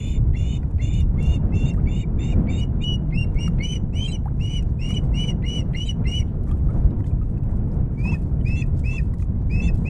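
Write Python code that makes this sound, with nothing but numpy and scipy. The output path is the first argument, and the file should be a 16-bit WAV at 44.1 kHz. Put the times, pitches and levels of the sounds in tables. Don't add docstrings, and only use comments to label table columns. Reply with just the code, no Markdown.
import sys
import numpy as np
from scipy import signal
from scipy.io import wavfile
from scipy.ndimage import uniform_filter1d

SR = 44100
rng = np.random.default_rng(int(sys.argv[2]) if len(sys.argv) > 2 else 0)


def int16_out(signal):
    q = np.round(np.clip(np.atleast_2d(signal).T, -1, 1) * 32767)
    wavfile.write(sys.argv[1], SR, q.astype(np.int16))


N = 436149
TIME = np.arange(N) / SR

ATTACK_DB, RELEASE_DB = 32, 37.5
ATTACK_S, RELEASE_S = 0.012, 0.033
SCOOP_S, FALL_BEND, HOOK_LEAD_S = 0.018, 1.5, .012
MAIN_REFERENCE_DB, EFFORT_REFERENCE_DB = -44.5, -35.5

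# [onset t/s, climb t/s, fall t/s, opening scoop f/Hz, shoulder f/Hz,
#   crest f/Hz, last f/Hz, shoulder level/dB, crest level/dB, hook level/dB,
#   husky band level/dB and octave overtone level/dB, both before they follow the whistles]
MAIN_ARCHES = [ (0.0, 0.1, 0.085, 25, 2834, 2960, 2825, -58, -61, -57, -59.5, -65),
               (0.355, 0.18, 0.072, 60, 2770, 2977, 2893, -53.5, -52, -53, -57, -45),
               (.802, 0.17, 0.085, 114, 2760, 2935, 2710, -47.5, -50.5, -53.5, -59, -52),
               (1.195, 0.14, 0.052, 60, 2736, 2842, 2652, -44, -45.5, -40.5, -63, -61),
               (1.52, 0.16, 0.067, 160, 2708, 2790, 2707, -39.5, -47, -42.5, -61.5, -63),
               (1.88, .12, .045, 126, 2698, 2932, 2773, -65, -50.5, -46, -52, -57),
               (2.2, 0.1, 0.059, 85, 2682, 2830, 2800, -56, -51, -50, -52.5, -46),
               (2.497, 0.1, 0.073, 47, 2721, 2921, 2899, -44, -43.5, -37.5, -55.5, -65),
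               (2.805, 0.078, 0.099, 370, 2910, 2955, 2868, -45.5, -28, -30, -83, -64.5),
               (3.128, 0.059, 0.081, 90, 2496, 2780, 2745, -38.5, -32, -34, -83, -62.5),
               (3.374, 0.069, 0.054, 200, 2800, 2860, 2784, -39, -39, -30, -53, -55.5),
               (3.617, 0.1, 0.083, 59, 2936, 3019, 2865, -33.5, -38, -40, -54, -55.5),
               (3.926, 0.13, 0.023, 420, 2885, 3170, 3160, -40.5, -34, -32, -53, -61),
               (4.074, 0.014, 0.029, 20, 2706, 2750, 2794, -17, -26.5, -40, -76, -57),
               (4.113, 0.0037, 0.075, 10, 3118, 3083, 2770, -48, -27.5, -43, -63, -60),
               (4.39, 0.17, 0.066, 560, 2878, 2968, 2745, -42, -37, -40, -54.5, -60.5),
               (4.788, 0.17, 0.049, 360, 2748, 2957, 2940, -39.5, -39, -29, -54, -59),
               (5.132, 0.13, 0.073, 400, 2898, 2990, 2804, -38, -34.5, -32, -52, -59.5),
               (5.446, 0.12, 0.072, 130, 2881, 2970, 2725, -33.5, -31, -37.5, -53.5, -59.5),
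               (5.751, 0.11, 0.082, 92, 2800, 3032, 2804, -31.5, -37, -37, -55, -61),
               (6.056, 0.12, 0.062, 180, 2772, 2973, 2740, -36, -30, -36.5, -53.5, -57),
               (7.959, 0.14, 0.084, 56, 2218, 2652, 2444, -50, -34, -41.5, -60.5, -66.5),
               (8.443, 0.14, 0.076, 420, 2526, 2697, 2415, -34, -40.5, -38, -59.5, -67.5),
               (8.833, 0.13, 0.054, 600, 2637, 2676, 2374, -32.5, -40.5, -32, -59.5, -69),
               (9.493, .16, 0.071, 350, 2515, 2685, 2513, -34, -42, -34.5, -60.5, -67),
               (9.847, 0.073, 0.053, 380, 2596, 2760, 2570, -26, -44, -35, -58, -78)]
# [middle t/s, length t/s, level change/dB, pitch pull f/Hz]
MAIN_CATCHES = [(3.24, .02, 2, 0.5), (.368, 0.032, 14, -34), (.82, 0.036, 6, -4), (.91, 0.077, -17, -30.5),
                (1.285, 0.024, -6, 4), (1.67, 0.026, -18, 1), (2.55, .08, -17, -60),
                (2.845, 0.032, 8.5, 34.5), (3.17, 0.012, -13, -0.5), (3.46, 0.032, -8.5, -0.5),
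                (3.65, .04, 6.5, -7.5), (3.68, 0.019, -6, -0.5), (4.49, 0.029, -6, 0.5), (4.565, .05, 4, 0),
                (4.88, .035, -3, -22), (4.91, .04, 3.5, 9.5), (4.943, 0.033, -5, 112),
                (5.21, 0.093, 5, 3.5), (5.265, 0.051, -8, -3.5), (5.475, 0.016, -8, -1.5),
                (5.545, .03, -5, -3.5), (5.795, 0.022, -9, 4), (5.865, 0.072, -9, 69),
                (5.895, 0.018, 10, 2.5), (6.11, 0.018, -12, 5.5), (8.03, 0.027, -15, 1),
                (8.11, 0.038, -6, 44.5), (8.142, 0.018, 13, 0.5), (8.61, 0.022, -5, 3),
                (8.624, 0.0085, 10, -5), (8.977, 0.01, -12, -3.5), (8.986, 0.0098, 5.5, -7.5),
                (9.605, 0.025, 8, -6)]


def main_voice():
    arches = [arch(*row) for *row, husky_db, octave_db in MAIN_ARCHES]
    *_, husky_db, octave_db = np.transpose(MAIN_ARCHES)
    phase, height = voice(arches, waver=0.0036, catches=MAIN_CATCHES)
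    husk = sum(from_db(level_db) * sounding(piece) for piece, level_db in zip(arches, husky_db))
    octave = sum(from_db(level_db) * sounding(piece) for piece, level_db in zip(arches, octave_db))
    sunk_hz = 0
    for piece in arches:
        below_hz = np.maximum.accumulate(piece[:, 1]) - piece[:, 1]
        sunk_hz = sunk_hz + sounding(piece) * np.interp(TIME, piece[:, 0], below_hz)
    return phase, height, husk, octave, sunk_hz


def main_whistle(main, main_height, high_height):
    flutter, breath_db, breath_hz, break_up_db = .15, -23, 110, 24
    tone = main_height * (1 + flutter * drift(57)) * np.sin(main)
    drowned = high_height / (high_height + main_height + 1e-9)
    edge = from_db(breath_db + break_up_db * drowned) * main_height * noisy_tone(main, breath_hz)
    return tone + edge


# [onset t/s, length t/s, first f/Hz before the scoop, crest f/Hz,
#   early level/dB, late level/dB]
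HIGH_WHISTLES = [(0.0, 0.2, 3500, 3580, -47.5, -51.5), (0.347, 0.25, 3445, 3625, -55.5, -51.5),
                 (0.807, 0.23, 3500, 3600, -50.5, -51), (1.181, 0.21, 3470, 3606, -60.5, -53.5),
                 (1.537, 0.12, 3560, 3510, -58.5, -56.5), (1.642, 0.075, 3630, 3650, -48.5, -50),
                 (1.874, 0.18, 3480, 3690, -55.5, -53.5), (2.186, 0.17, 3570, 3680, -47, -55),
                 (2.488, 0.14, 3600, 3730, -50.5, -50.5), (2.805, 0.049, 3650, 3710, -50.5, -53.5),
                 (4.031, 0.11, 3860, 4030, -59, -47.5), (4.929, 0.032, 3980, 4020, -44, -54),
                 (5.849, 0.042, 3900, 3900, -45, -49.5), (8.111, 0.041, 3316, 3340, -45, -66),
                 (8.552, 0.079, 3420, 3460, -54, -50), (8.903, 0.08, 3420, 3450, -54, -57.5),
                 (9.613, 0.081, 3420, 3524, -47, -53.5)]
CLIMB_SHARE, SAG_HZ, HIGH_SCOOP_HZ = 0.74, 29.3, 49.6
HIGH_ATTACK_S, HIGH_RELEASE_S = 0.0064, 0.024


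def high_voice():
    arches = []
    for s, length, first_hz, crest_hz, early_db, late_db in HIGH_WHISTLES:
        climb, fall = CLIMB_SHARE * length, (1 - CLIMB_SHARE) * length
        arches.append(arch(s, climb, fall, HIGH_SCOOP_HZ, first_hz, crest_hz, crest_hz - SAG_HZ,
                           early_db, late_db, late_db, HIGH_ATTACK_S, HIGH_RELEASE_S))
    return voice(arches, waver=0.003)


def high_whistle(main, high, high_height):
    hoarse_ratio, hoarse_width_hz, hoarse_db = .84, 210, -5.5
    tone = high_height * from_db(3.1 * drift(46)) * np.sin(high)
    edge = from_db(-16.5) * high_height * noisy_tone(high, 150)
    hoarse = from_db(hoarse_db) * high_height * noisy_tone(hoarse_ratio * main, hoarse_width_hz)
    return tone + edge + hoarse


# [multiple, level/dB over the octave, before the throat filter]
MAIN_OVERTONES = [(3, -16), (4, -15.5), (5, -9)]


def overtones(main, main_height, high_height, octave, sunk_hz):
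    follow_power, half_db = 1.48, -56
    hook_db_per_hz = 0.0317
    flutter_db, blur = 2.6, .3
    follow = np.clip(main_height / from_db(MAIN_REFERENCE_DB), 0, 3) ** follow_power
    give_way = 1 + (high_height / from_db(half_db)) ** 2
    height = octave * follow / give_way * from_db(hook_db_per_hz * sunk_hz)
    out = height * from_db(flutter_db * drift(120)) * np.sin(2 * main + blur * drift(90))
    for multiple, level_db in MAIN_OVERTONES:
        overtone = height * from_db(level_db + 4.5 * drift(47)) * np.sin(multiple * main)
        out += band(overtone, 7800, 9700)
    return out


# [multiple of main, multiple of high, level/dB over the high whistle, before the
MIXED_TONES = [(0, 2, -4), (1, 1, -6.5), (-1, 2, -16), (-1, 3, -18), (2, 1, -24), (1, 2, -25.5)]


def mixed_tones(main, main_height, high, high_height):
    out = 0
    for of_main, of_high, level_db in MIXED_TONES:
        weight = np.clip(main_height / from_db(MAIN_REFERENCE_DB), 0, 2.5) ** (0.55 * abs(of_main))
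        flutter = from_db(level_db + 3.0 * drift(59))
        out = out + high_height * weight * flutter * np.sin(of_main * main + of_high * high)
    return out


# [multiple of main, multiple of low, level/dB over the effort,
#   corner of each band's modulating noise f/Hz]
HUSKY_BANDS = [(0, 1, 2, 140), (1, 0, 9, 62.96), (0, 2, -23.5, 91), (1, 1, -23.5, 60), (1, 2, -19, 120),
               (2, 1, -13.5, 70)]


def husky_low_side(main, low, effort):
    out = 0
    for of_main, of_low, level_db, width_hz in HUSKY_BANDS:
        flutter = from_db(level_db + 2.84 * drift(25))
        out = out + effort * flutter * noisy_tone(of_main * main + of_low * low, width_hz)
    return out


# [onset t/s, first f/Hz, last f/Hz, length t/s, starting level/dB]
OPENING_SLIDES = [(0.344, 1860, 2200, 0.017, -33.5), (0.792, 1890, 2200, 0.024, -35.5),
                  (1.181, 2080, 2220, 0.024, -37.5), (1.515, 1910, 2300, 0.042, -46),
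                  (1.867, 2140, 2360, 0.026, -35.5), (2.186, 2200, 2520, 0.011, -46),
                  (2.479, 2175, 2350, 0.028, -32), (2.801, 2290, 2510, 0.036, -43.5),
                  (3.116, 2040, 2170, 0.041, -38.5), (3.356, 2030, 2375, 0.048, -37.5),
                  (3.594, 2020, 2340, .056, -30.5), (5.125, 1960, 2164, 0.027, -46),
                  (5.433, 1875, 2190, 0.028, -32.5), (5.743, 1900, 2210, 0.023, -28),
                  (6.051, 1997, 2130, 0.033, -33)]
# [onset t/s, first f/Hz, last f/Hz, starting level/dB]
CLOSING_SLIDES = [(2.029, 2500, 2230, -44), (2.322, 2630, 2320, -40), (4.147, 2610, 2230, -46),
                  (4.591, 2226, 1940, -59), (4.978, 2160, 1517, -55), (5.301, 2316, 2010, -50),
                  (5.605, 2280, 2030, -52), (5.905, 2304, 1610, -56), (6.208, 2480, 2150, -42),
                  (8.146, 1914, 1745, -43), (8.622, 2047, 1830, -45), (8.988, 2000, 1760, -41),
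                  (9.68, 2075, 1800, -42)]


def slides():
    closer_s, flutter_db, scratch = 0.023, 2.0, .2
    puff_lead_s, puff_s, puff_db = .005, .02, -19
    closers = [(s, first_hz, last_hz, closer_s, level_db) for s, first_hz, last_hz, level_db in CLOSING_SLIDES]
    tones = glides(OPENING_SLIDES + closers, bend=0.6, fall_db=5.5, octave_db=12.5, edge=.3)
    tones = tones * from_db(flutter_db * drift(110)) * (1 + scratch * drift(250))
    puffs = sum(from_db(level_db + puff_db) * bump(s - puff_lead_s, puff_s)
                for s, *_, level_db in OPENING_SLIDES)
    return tones + puffs * rms_one(band(rng.standard_normal(N), 1700, 2580))


# [f/Hz, relative density level/dB per Hz]
RASP_COLOUR = [(1500, -8.5), (2300, 4), (3200, -5.5), (4800, -0.5), (6500, 3.5), (8500, -6), (11000, -15.5),
               (15000, -45)]


def rasp(main, low, main_height, high_height, effort):
    airflow = (main_height + high_height) ** 0.45 * effort ** 0.45
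    airflow = uniform_filter1d(airflow, size=SR // 30)
    breath = coloured(RASP_COLOUR, patchy_db=1.0, rate=17, grains=streaks(main, low))
    return from_db(-19) * airflow * breath


def streaks(main, low):
    width_hz, air = 95, .9
    orders = [(m, n) for m in range(-1, 5) for n in range(-1, 6) if n and 2 <= m + n <= 5]
    lines = sum(drift(width_hz) * np.sin(m * main + n * low) for m, n in orders)
    return rms_one(lines) + air * rng.standard_normal(N)


def hawk():
    low_ratio, low_sink = .79, 0.94
    main, main_height, husk, octave, sunk_hz = main_voice()
    high, high_height = high_voice()
    low = low_ratio * main - low_sink * 2 * np.pi * np.cumsum(sunk_hz) / SR
    effort = husk * np.clip((main_height + high_height) / from_db(EFFORT_REFERENCE_DB), 0, 1) ** 0.72
    out = main_whistle(main, main_height, high_height)
    out += high_whistle(main, high, high_height)
    out += overtones(main, main_height, high_height, octave, sunk_hz)
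    out += mixed_tones(main, main_height, high, high_height)
    out += husky_low_side(main, low, effort)
    return out + slides() + rasp(main, low, main_height, high_height, effort)


def voice(arches, waver, catches=()):
    rows = np.concatenate(arches)
    height = sum(sounding(piece) * from_db(np.interp(TIME, piece[:, 0], piece[:, 2])) for piece in arches)
    pitch = np.interp(TIME, rows[:, 0], rows[:, 1]) * (1 + waver * drift(59))
    for s, length, change_db, pull_hz in catches:
        catch = bump(s, length)
        height = height * from_db(change_db * catch)
        pitch = pitch + pull_hz * catch
    return 2 * np.pi * np.cumsum(pitch) / SR, np.sqrt(2) * height


def arch(start, climb, fall, scoop_hz, shoulder_hz, crest_hz, last_hz, shoulder_db, crest_db, hook_db,
         attack_s=ATTACK_S, release_s=RELEASE_S):
    age = np.arange(0, climb + fall, .002)
    fallen = np.clip((age - climb) / max(fall - HOOK_LEAD_S, fall / 2), 0, 1) ** FALL_BEND
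    hz = np.interp(age, [0, climb], [shoulder_hz, crest_hz])
    hz = hz - scoop_hz * np.exp(-age / SCOOP_S) - (crest_hz - last_hz) * fallen
    hook = climb + max(fall - release_s, fall / 3)
    level_db = np.interp(age, [0, climb, hook, hook + release_s],
                         [shoulder_db, crest_db, hook_db, hook_db - RELEASE_DB])
    attack_db = ATTACK_DB * np.exp(-age / attack_s) * (start > 0)
    return np.transpose([start + age, hz, level_db - attack_db])


def sounding(piece):
    return np.clip(np.minimum(TIME - piece[0][0] + 0.0011, piece[-1][0] - TIME) / 0.0058, 0, 1)


# [onset t/s, tick level/dB, knock level/dB above the tick, stick pitch f/Hz]
STICK_TICKS = [(.2743, -64, -9, 2200), (0.63, -69, 14, 2585), (0.7091, -60, -4, 2300),
               (0.9356, -48, -13, 2684), (1.0027, -48, -12.5, 2170), (1.225, -45.5, -4, 2300),
               (1.2612, -53, -28, 2900), (1.7355, -55, -2, 2120), (1.743, -65, 12, 1970),
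               (3.342, -60, -1, 2390), (3.245, -62, 9, 2080), (3.478, -45.5, 6, 2300),
               (4.253, -58, -8, 2000), (4.6236, -53, -5, 2640), (4.8879, -45, -1, 2290),
               (4.9043, -43, -3.5, 2235), (5.035, -58, -1, 2090), (6.433, -57.5, -14, 2900),
               (6.472, -66, 7, 2000), (6.4887, -62, 12, 2400), (6.498, -69, 7, 3050),
               (6.512, -49.5, -3.5, 3260), (6.555, -64.5, -20, 2880), (6.732, -63.5, -20, 2870),
               (6.7024, -59, 1, 2000), (6.804, -72, 4, 2200), (6.906, -64.5, -1, 5040),
               (6.99, -67, -5, 3300), (7.004, -63, 10, 1970), (7.042, -65, 8, 3240), (7.0622, -63, 5, 3290),
               (7.111, -65, 4, 2050), (7.226, -67, 5, 2730), (7.234, -69, -20, 2900),
               (7.295, -60, -19, 2900), (7.374, -65, 6, 2850), (7.434, -59.5, 1, 2600),
               (7.493, -63.5, 3.5, 2000), (7.51, -62, 0, 2080), (7.57, -64, -12, 4910),
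               (7.68, -63.5, -6, 2400), (8.217, -58, -9, 2500), (8.411, -67, 7.5, 3090),
               (8.481, -50, -8, 3300), (8.6625, -59, -8, 2300), (8.7912, -49, -14.5, 2940),
               (9.1365, -50.5, 1, 2160), (9.197, -59, 4.5, 2190), (9.223, -55, 3, 2440),
               (9.742, -58, -5, 2300)]
# [multiple of its pitch, level/dB, T60 t/s]
STICK_MODES = [(0.521, 9, 0.023), (.78, 0.5, 0.034), (1.0, 6, .03), (1.269, -15, 0.012), (1.9, -7, 0.011)]


def sticks():
    tick_t60_s, low_hz, high_hz = 0.037, 5200, 8600
    out, age = np.zeros(N), TIME[:SR // 10]
    for s, peak_db, knock_db, stick_hz in STICK_TICKS:
        hz = rng.uniform(low_hz, high_hz)
        noise = rng.standard_normal(len(age))
        burst = noise * np.abs(noise) * from_db(peak_db - 60 * age / tick_t60_s) * np.clip(age / 0.0028, 0, 1)
        crack = band(burst, hz / 1.15, min(hz * 1.64, 10800)) + from_db(-3.0) * band(burst, 2500, 9700)
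        knock = 0
        for multiple, level_db, t60 in STICK_MODES:
            mode_db = peak_db + knock_db + level_db + rng.normal(0, 3.7)
            mode_hz = multiple * rng.normal(1, 0.076) * stick_hz
            knock = knock + from_db(mode_db - 60 * age / t60) * np.sin(2 * np.pi * mode_hz * age)
        out[round(s * SR):][:len(age)] += crack + knock * np.clip(age / .0015, 0, 1)
    return band(out, 300, 10500)


# [onset t/s, first f/Hz, last f/Hz, starting level/dB]
LARGE_DROPS = [(1.158, 1140, 1980, -48), (1.776, 1210, 2530, -40), (4.258, 790, 1706, -29),
               (6.473, 1165, 1270, -47), (6.512, 1170, 1420, -38.5), (6.69, 1267, 1510, -39),
               (7.214, 1260, 1250, -43.5), (8.054, 966, 1266, -35), (8.074, 738, 1336, -37),
               (8.12, 923, 1620, -34), (8.933, 1040, 1256, -41)]


def drops():
    when, size, climb, strength = rng.random((300, 4)).T
    first_hz = 800 * 3.0 ** size
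    last_hz = first_hz * (1 + 0.56 * climb)
    length_s = 8.4 / first_hz
    small = np.transpose([when * (N / SR - .1), first_hz, last_hz, length_s, -62 + 12 * strength - 8 * size])
    large = [(s, low_hz, high_hz, 0.029, level_db) for s, low_hz, high_hz, level_db in LARGE_DROPS]
    return glides([*large, *small], bend=2.4, fall_db=17.0, octave_db=10.0, edge=0.015)


def glides(rows, bend, fall_db, octave_db, edge):
    out = np.zeros(N)
    for s, first_hz, last_hz, length, level_db in rows:
        age = np.arange(round(length * SR)) / (length * SR)
        phase = 2 * np.pi * np.cumsum(first_hz * (last_hz / first_hz) ** (age ** bend)) / SR
        fades = np.clip(np.minimum(age, (1 - age) / 0.43) / edge, 0, 1)
        shape = from_db(level_db - fall_db * age) * fades
        octave = from_db(octave_db) * shape * np.sin(2 * phase)
        out[round(s * SR):][:len(age)] += shape * (np.sin(phase) + octave)
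    return out


def echo(x):
    t60_s, level_db = 0.25, -24
    t = TIME[:SR // 2]
    tail = rng.standard_normal(len(t)) * from_db(-60 * t / t60_s) * (t > .006)
    return from_db(level_db) * signal.fftconvolve(x, tail / np.linalg.norm(tail))[:N]


# [f/Hz, relative density level/dB per Hz]
RUSTLE_SPECTRUM = [(1760, -12), (3000, -1), (4380, -5.5), (5230, -6), (7280, -8.5), (9320, 2), (15500, -34)]
# [middle t/s, length t/s, level/dB at the middle, added to the steady stir]
RUSTLE_BOUTS = [(0.034, 0.44, -61), (0.823, 0.99, -79), (1.29, 0.21, -67), (1.814, 0.25, -84),
                (3.566, 0.35, -79), (4.438, 0.33, -79), (5.046, 0.12, -70), (5.241, 0.22, -68),
                (6.5, 0.1, -69), (6.757, 0.32, -74.5), (7.002, 0.059, -70), (7.074, 0.077, -66.5),
                (7.299, 1, -89.5), (7.564, 0.037, -68), (7.738, 0.083, -69), (8.136, 0.54, -69.5),
                (8.787, 0.086, -65), (8.97, 0.37, -68), (9.214, 0.12, -64.5), (9.784, 0.19, -66.5)]


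def rustle():
    clump_db, clicks_per_s = 4.5, 1500
    stir_db, hiss_db, crackle_db = -85.5, -80.0, -5
    sizes = from_db(1.5 * np.minimum(rng.exponential(1, N), 5)) * rng.standard_normal(N)
    clicks = sizes * (rng.random(N) < clicks_per_s * from_db(clump_db * drift(16)) / SR)
    grains = 0.086 * rng.standard_normal(N) + clicks
    hiss = from_db(hiss_db) * coloured(RUSTLE_SPECTRUM, patchy_db=6.0, rate=8)
    stir = from_db(stir_db) + sum(from_db(level_db) * bump(s, length) for s, length, level_db in RUSTLE_BOUTS)
    rustling = coloured(RUSTLE_SPECTRUM, patchy_db=1.5, rate=12, grains=grains)
    return hiss + stir * (rustling + from_db(crackle_db) * crackle())


def crackle():
    snaps_per_s, t60_cycles = 120, 24
    snaps = from_db(3.5 * np.minimum(rng.exponential(1, N), 4)) * (rng.random(N) < snaps_per_s / SR)
    dealt, out = rng.integers(0, 14, N), 0
    for k, hz in enumerate(np.geomspace(4500, 10500, 14)):
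        r, w = from_db(-60 * hz / (t60_cycles * SR)), 2 * np.pi * hz / SR
        struck = snaps * (dealt == k) + 1e-18
        out = out + signal.lfilter([0, np.sin(w)], [1, -2 * r * np.cos(w), r * r], struck)
    return rms_one(out)


# [t/s, rumble level/dB, rush level/dB]
WIND_GUSTS = [(0.0, -21, -34.5), (0.36, -19.5, -33.5), (0.85, -21, -35), (1.24, -18.5, -26.5),
              (2.12, -23, -28), (2.42, -16, -22), (2.67, -20.5, -28.5), (3.5, -22, -27.5),
              (3.96, -23, -32.5), (4.38, -21, -31.5), (4.74, -21.5, -32), (4.98, -22.5, -27.5),
              (5.67, -22, -30), (6.42, -21.5, -31), (6.61, -19, -32), (6.75, -19.5, -24.5), (7.3, -22, -32),
              (7.68, -19, -27), (7.93, -23.5, -29.5), (8.45, -20, -29), (8.79, -20, -30),
              (9.28, -22.5, -34), (9.59, -17.5, -29.5), (9.89, -21.5, -25.5)]
# [f/Hz, relative density level/dB per Hz]
RUMBLE_COLOUR = [(8.8, -24.5), (15, 1), (38, 5.5), (70, 5), (133, -1), (177, -11), (206, -12), (236, -17.5),
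                 (300, -17.5), (390, -53.5), (660, -120)]
# [f/Hz, relative density level/dB per Hz]
RUSH_COLOUR = [(88, -39.5), (150, 5.5), (389, -16.5), (431, -17.5), (1070, -32.5), (2300, -78),
               (5000, -100), (6500, -100), (11000, -120)]


def wind():
    s, rumble_db, rush_db = np.transpose(WIND_GUSTS)
    rumble = from_db(np.interp(TIME, s, rumble_db)) * coloured(RUMBLE_COLOUR, patchy_db=1.5, rate=16.0)
    rush = from_db(np.interp(TIME, s, rush_db)) * coloured(RUSH_COLOUR, patchy_db=1.6, rate=6.1)
    return band(rumble + rush, 8.0, 2700)


def coloured(spectrum, patchy_db, rate, grains=None):
    hz, level_db = np.transpose(spectrum)
    edges = hz[0] * 2 ** np.arange(0, np.log2(hz[-1] / hz[0]) + .01, .5)
    white = rng.standard_normal((2, N)) if grains is None else [grains, -grains]
    out, together = 0, drift(rate)
    for k, (low, high) in enumerate(zip(edges, edges[1:])):
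        centre_db = np.interp(np.log(low * high) / 2, np.log(hz), level_db)
        flicker_db = patchy_db * (together + 0.89 * drift(rate))
        out = out + from_db(centre_db + flicker_db) * band(white[k % 2], low, high)
    return rms_one(out)


def noisy_tone(phase, width_hz):
    return drift(width_hz) * np.sin(phase) + drift(width_hz) * np.cos(phase)


def drift(rate):
    r = np.exp(-40 * np.pi * rate / SR)
    slow = signal.lfilter([1], [1, -2 * r, r * r], rng.standard_normal(N // 20 + 4002))[4000:]
    return np.interp(np.arange(N) / 20, np.arange(len(slow)), rms_one(slow))


def bump(s, length):
    return np.clip(1 - (2 * (TIME - s) / length) ** 2, 0, 1) ** 2


def band(x, low_hz, high_hz):
    return signal.sosfilt(signal.butter(2, [low_hz, high_hz], "band", fs=SR, output="sos"), x)


def from_db(db):
    return 10 ** (np.asarray(db) / 20)


def rms_one(x):
    return x / np.sqrt(np.mean(x ** 2) + 1e-20)


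def scene():
    near = hawk() + sticks() + drops()
    return (near + echo(near) + rustle() + wind())[None]


def record(dry):
    faded = dry * np.clip(TIME[::-1] / .004, 0, 1)
    return signal.sosfilt(signal.cheby2(12, 70, 16200, fs=SR, output="sos"), faded)


dry = scene()
out = record(dry)
int16_out(out)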